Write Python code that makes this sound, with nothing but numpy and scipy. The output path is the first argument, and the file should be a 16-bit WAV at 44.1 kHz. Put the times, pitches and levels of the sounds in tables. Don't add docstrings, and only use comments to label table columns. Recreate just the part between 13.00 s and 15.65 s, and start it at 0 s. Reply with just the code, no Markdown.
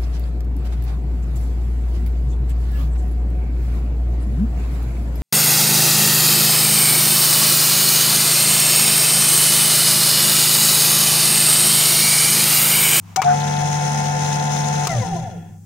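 import sys
import numpy as np
from scipy import signal
from scipy.fft import rfft, irfft
from scipy.io import wavfile
from scipy.ndimage import uniform_filter1d, minimum_filter1d

SR = 44100
rng = np.random.default_rng(int(sys.argv[2]) if len(sys.argv) > 2 else 0)


def dump(signal):
    limited = np.clip(np.atleast_2d(signal).T, -1, 1)
    pcm = np.round(limited * 32767).astype(np.int16)
    wavfile.write(sys.argv[1], SR, pcm)


N = 116865
T = np.arange(N) / SR
POWER_ON_S, POWER_OFF_S = 0.228, 1.866
BRUSH_EXPONENT = 1.81

# frequency in Hz, rms level in dB.
DRONE_TONES = [(99.5, -41.5), (166.5, -47), (187, -52), (802, -69.5), (14605, -71)]
# frequency in Hz, relative level in dB.
AIR_SPECTRUM = [(25, -2), (60, -2), (110, -18), (200, 11), (300, -1.5), (800, -26), (1500, -22.5),
                (4000, -30.5), (6500, -16), (10000, -23), (12000, -32), (16000, -23)]
FINGER_SPECTRUM = [(300, -43), (700, -1), (1050, 0.5), (1600, -9), (2400, -8.5), (4000, -15.5), (6500, -15),
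                   (10000, -26), (12000, -24)]
CONTACT_SPECTRUM = [(100, -41), (450, 13), (700, -57), (1200, 7), (2500, -2), (4000, 2), (6300, 8.5),
                    (8000, 2), (10000, -7.5), (13000, -16), (15000, -1), (16500, -24)]
CASE_SPECTRUM = [(100, -54), (550, -33), (950, 6), (1130, -1), (1330, 1), (1650, -21.5), (2250, -5.5),
                 (3000, -15.5), (9000, -48)]
SHUDDER_SPECTRUM = [(20, 8), (45, -4), (80, 4), (200, 5), (260, 0.5), (330, 0), (450, -3.5), (600, -5.5),
                    (900, -41)]
# start in seconds, level in dB, the contacts' 60 dB decay time in seconds,
# case knock relative to the contacts in dB, left minus right in dB.
SWITCH_SNAPS = [(0.1605, -14, 0.025, -6, 9), (.2184, -17, 0.02, 7, 7), (1.8703, -14, 0.021, -4, 6)]
# time in seconds, speed in turns per second.
SHAFT_SPEED = [(.158, 1.13), (.170, 37.5), (.207, 38.4), (.222, 41), (.246, 71.2), (.33, 72.5), (.5, 73.2),
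               (1.872, 73.12), (1.96, 60.4), (2.04, 47.8), (2.09, 43.6), (2.14, 36.8), (2.21, 29.8),
               (2.27, 23.2), (2.33, 17.3), (2.40, 11.5), (2.6, 0.62)]
# centre in Hz, width in Hz, level at full speed in dB, left minus right in dB.
SEAL_BANDS = [(1420, 280, -52.5, 4), (1738, 200, -45, 3.5), (2050, 230, -53.5, -9), (2646, 540, -49, 6),
              (3338, 160, -52.5, 14.5)]
# frequency in Hz, relative level on the left in dB, the same on the right in dB.
BRUSH_SPECTRUM = [(30, -12, -2), (260, 4.5, -17), (620, -17, -13.5), (1220, -8, -18), (1570, -5.5, -19.5),
                  (2130, -6, -17.5), (3050, -8, -12), (4200, -7.5, -11.5), (4710, -12, -17),
                  (5230, 1, -10.5), (5600, -2.5, -18), (6290, 5, 0.5), (5950, -2.5, -25.5),
                  (6840, 4.5, -10), (6460, -9.5, -12), (8150, -11, -14.5), (10000, -14.5, -14.5),
                  (10410, -13.5, -15), (11150, -32, -31), (13800, -32, -35), (14300, -19.5, -22),
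                  (15600, -19, -37), (16500, -45, -50)]
# frequency in Hz, width in Hz, gain for cogging in dB,
# rattle level at full speed in dB, left minus right in dB.
HOUSING_MODES = [(101, 7.4, -23, -50.5, 6), (120.6, 11.7, -0.5, -49, 1.5), (164.8, 9, 5, -38.5, -1),
                 (185.7, 14.6, -43, -38.5, 2), (218.3, 21, -24, -42, -5), (368, 23, -19.5, -62.5, 19),
                 (445.5, 34, -17.5, -51, 12.5), (520, 42, -22, -46.5, 14), (722, 23, -6, -36, 7.5),
                 (773.3, 18.4, -0.5, -35, 0.5), (878.4, 88, -10, -41.5, -5), (1016.4, 23, -9, -48.5, 2.5),
                 (1406, 79, -1, -47.5, -6.5), (1983, 190, -17, -50.5, 5), (2223, 79, 18, -57, 12)]
# multiple of shaft speed, relative level in dB, dB added per halving of speed.
COGGING_HARMONICS = [(2, -13, -5), (4, -28, 8), (5, -47, 14.5), (10, -18, -2.5), (12, -41, 10),
                     (20, -24, 1.5), (30, -34.5, 7), (40, -52.5, 11.5), (50, -51, -5)]
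# time in seconds, gain in dB.
COGGING_ENVELOPE = [(1.87, -7.5), (1.895, 2), (2.02, 6.5), (2.09, -5.5), (2.14, 5), (2.21, -6), (2.28, -5),
                    (2.38, -9.5), (2.42, -28), (2.52, -14), (2.6, -76)]
# frequency in Hz, gain in dB.
COGGING_COLOUR = [(30, -22), (75, -23), (100, -5.5), (135, -2.5), (170, 2.5), (260, -10), (400, -1),
                  (560, 2.5), (720, 1.5), (900, 4), (1000, -1), (1070, -13), (1280, -13), (1370, -11),
                  (1500, -18), (1800, -13), (2000, 2.5), (2260, -24), (2600, -21)]
# multiple of shaft speed, peak level in dB.
GROWL_HARMONICS = [(4, -31.5), (20, -11.5), (24, -28.5), (38, -38), (60, -32)]
# multiple of shaft speed, base peak level in dB, left minus right in dB.
HUM_HARMONICS = [(1, -46.5, 1), (2, -20, 2.5), (3, -37.5, -6), (5, -39.5, -0.5), (6, -31.5, 1.5),
                 (7, -39.5, -6.5), (8, -53.5, 22), (9, -41, 12), (10, -27.5, 2.5), (11, -40.5, 4),
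                 (12, -26, 1), (13, -52, 11), (14, -40, 0), (15, -51.5, 3), (16, -59, -22), (17, -75, 1),
                 (18, -42.5, 3.5), (19, -36.5, 0), (20, -53, -23), (21, -52, -14), (22, -39.5, 0),
                 (23, -66, 3), (24, -48, 9), (25, -46.5, 7), (26, -73, -2), (27, -46.5, 11.5), (28, -45, 2),
                 (30, -47.5, 13), (32, -69, 8), (35, -44.5, -3)]
# time in seconds, gain in dB.
INRUSH_SWELL = [(.24, 11.5), (.28, 22.5), (.32, 19.5), (.37, 1.5)]
# frequency in Hz, lead of the left ear in radians.
LEFT_EAR_LEAD = [(150, 0), (290, 1), (340, 2.5), (445, 3), (510, 1.03), (660, 2), (730, 1.9), (880, 0.44),
                 (1400, 2.5), (2500, 1.56)]


def from_db(db):
    return 10 ** (np.asarray(db) / 20)


def unit_rms(x):
    return x / np.sqrt(np.mean(x ** 2) + 1e-20)


def curve(rows):
    return np.interp(T, *np.transpose(rows))


def gate(on_s, off_s, rise_s, fall_s):
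    return np.clip((T - on_s) / rise_s, 0, 1) * np.clip(1 - (T - off_s) / fall_s, 0, 1)


def pan(db):
    return from_db(np.array([[.5], [-.5]]) * db)


def drift(rate_hz):
    hz = np.fft.rfftfreq(N, 1 / SR)
    return unit_rms(irfft(rfft(rng.standard_normal(N)) / (1 + (hz / rate_hz) ** 2), N))


def colour(x, spectrum):
    hz, db = np.transpose(spectrum)
    bins_hz = np.fft.rfftfreq(N, 1 / SR)
    return irfft(rfft(x) * from_db(np.interp(np.log(bins_hz + 1), np.log(hz), db)), N)


def stereo_noise(correlation):
    shared = np.sqrt(correlation) * rng.standard_normal(N)
    return shared + np.sqrt(1 - correlation) * rng.standard_normal((2, N))


def shaped_noise(spectrum, correlation):
    return unit_rms(colour(stereo_noise(correlation), spectrum))


def resonate(x, hz, width_hz):
    r = np.exp(-np.pi * width_hz / SR)
    feedback = [1, -2 * r * np.cos(2 * np.pi * hz / SR), r * r]
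    return signal.lfilter(np.array([1, 0, -1]) * (1 - r * r) / 2, feedback, x)


def noise_band(hz, width_hz, correlation=0.53):
    return unit_rms(resonate(resonate(stereo_noise(correlation), hz, width_hz), hz, width_hz))


def background():
    drone = 0
    for hz, db in DRONE_TONES:
        amplitude = from_db(db) * np.sqrt(2) * (1 + 0.05 * drift(9.7))
        drone += amplitude * np.sin(2 * np.pi * hz * T + 0.32 * drift(12))
    air = from_db(-51.5) * shaped_noise(AIR_SPECTRUM, correlation=0.3)
    return pan(1.6) * (drone + air)


def finger_rustle(peak_s=0.11, spread_s=0.084):
    swell = np.exp(-((T - peak_s) / spread_s) ** 2)
    return from_db(-49.5) * swell * shaped_noise(FINGER_SPECTRUM, correlation=0.4)


def float_switch(chatter_s=0.0052, knock_t60_s=0.065, well_t60_s=0.17):
    out = 0
    for start_s, db, t60_s, knock_db, side_db in SWITCH_SNAPS:
        age = np.maximum(T - start_s - chatter_s, 0)
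        well_tail = from_db(-23.5 - 60 * age / well_t60_s)
        crack = shaped_noise(CONTACT_SPECTRUM, 0.18) * (from_db(-60 * age / t60_s) + well_tail)
        knock = shaped_noise(CASE_SPECTRUM, 0.85) * from_db(knock_db - 60 * age / knock_t60_s)
        out += (T >= start_s) * from_db(db) * pan(side_db) * (crack + knock)
    return out


def shaft_seal(pace, rasp_s=0.297, spread_s=0.035):
    rub = sum(from_db(db) * pan(side_db) * noise_band(hz, width) for hz, width, db, side_db in SEAL_BANDS)
    swell = np.exp(-((T - rasp_s) / spread_s) ** 2)
    rasp = from_db(-25.5) * swell * noise_band(hz=1420, width_hz=390)
    return rub * pace ** 0.95 + pan(3.8) * rasp


def impeller_ticks(pace, ticks_per_s=42, decay_s=0.0037):
    impulses = (rng.random(N) < ticks_per_s / SR) * rng.uniform(0.069, 1, N)
    envelope = signal.lfilter([1], [1, -np.exp(-1 / (decay_s * SR))], impulses + 1e-18)
    ticks = resonate(envelope * stereo_noise(0.17), hz=3650, width_hz=760)
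    return from_db(-43.5) * pan(5.2) * unit_rms(ticks) * pace ** BRUSH_EXPONENT


def brushes(angle, pace, build_up_s=0.25):
    grit = stereo_noise(0.13) * (1 + 0.2 * np.cos(angle))
    grit *= from_db(0.5 * drift(1200) + 1.5 * drift(19))
    hz, left_db, right_db = np.transpose(BRUSH_SPECTRUM)
    hiss = np.array([colour(ear, np.c_[hz, db]) for ear, db in zip(grit, (left_db, right_db))])
    build_up = from_db(-10 * np.exp(-T / build_up_s))
    return from_db(-29.5) * unit_rms(hiss) * pace ** BRUSH_EXPONENT * build_up


def bearing_rattle(pace):
    out = 0
    for hz, width, _, db, side_db in HOUSING_MODES:
        shake = noise_band(hz, 1.17 * width, correlation=np.exp(-hz / 1800))
        out += from_db(db) * pan(side_db) * shake
    return out * pace


def coasting_shudder(pace, attack_s=0.052):
    shudder = from_db(-33.5) * pace ** 0.84 * shaped_noise(SHUDDER_SPECTRUM, correlation=0.55)
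    modes = sum(noise_band(hz, width) for hz, width, *_ in HOUSING_MODES if 700 < hz < 800)
    ring = from_db(-36) * pace * modes
    onset = np.clip((T - POWER_OFF_S) / attack_s, 0, 1)
    return pan(2) * onset * (shudder + ring)


def cogging(angle, pace):
    halvings = -np.log2(np.maximum(pace, .15))
    tug = 0
    for multiple, db, slope_db in COGGING_HARMONICS:
        roughness = 1 + .3 * drift(40)
        tug += from_db(db + slope_db * halvings) * roughness * np.sin(multiple * angle)
    envelope = (T > POWER_OFF_S) * from_db(curve(COGGING_ENVELOPE))
    whine = colour(envelope * tug, COGGING_COLOUR)
    return sum(from_db(db) * pan(side_db) * resonate(whine, hz, width)
               for hz, width, db, _, side_db in HOUSING_MODES)


def motor_growl(angle):
    contact = gate(on_s=.167, off_s=0.204, rise_s=.012, fall_s=0.013)
    harmonics = sum(from_db(db) * (1 + 0.34 * drift(59)) * np.sin(multiple * angle)
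                    for multiple, db in GROWL_HARMONICS)
    return contact * pan(5.5) * harmonics


def motor_hum(angle, rotor_slots=10):
    top_speed = curve(SHAFT_SPEED).max()
    out = 0
    for multiple, db, side_db in HUM_HARMONICS:
        lead = np.interp(multiple * top_speed, *np.transpose(LEFT_EAR_LEAD))
        swell = from_db(curve(INRUSH_SWELL)) if multiple == rotor_slots else 1
        flutter_depth = 0.067 if multiple <= 2 else .05 if multiple == 12 else 0.18
        amplitude = from_db(db) * (swell + flutter_depth * drift(22))
        phase = multiple * angle + lead * np.array([[.5], [-.5]]) + rng.uniform(0, 2 * np.pi)
        out += amplitude * pan(side_db) * np.sin(phase)
    return gate(POWER_ON_S, POWER_OFF_S, rise_s=.035, fall_s=0.022) * out


def scene():
    speed = curve(SHAFT_SPEED)
    pace = speed / speed.max()
    wobble = 1 + .0012 * drift(14)
    angle = 2 * np.pi * np.cumsum(speed * wobble) / SR
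    pump = motor_hum(angle) + motor_growl(angle) + cogging(angle, pace) + coasting_shudder(pace)
    pump += bearing_rattle(pace) + brushes(angle, pace) + impeller_ticks(pace) + shaft_seal(pace)
    return pump + finger_rustle() + float_switch() + background()


def record(dry, limit_db=-4, lookahead_s=0.01, release_db_per_s=296, stopband_hz=17000):
    ahead = int(lookahead_s * SR)
    peak_db = 20 * np.log10(np.abs(dry).max(axis=0) + 1e-9)
    excess_db = np.maximum(peak_db - limit_db, 0)
    release_db = release_db_per_s * T
    reduction_db = np.maximum.accumulate(excess_db + release_db) - release_db
    gain_db = uniform_filter1d(minimum_filter1d(-reduction_db, 2 * ahead), ahead)
    low_pass = signal.cheby2(14, 70, stopband_hz, fs=SR, output="sos")
    return signal.sosfilt(low_pass, dry * from_db(gain_db))


dry = scene()
out = record(dry)
dump(out)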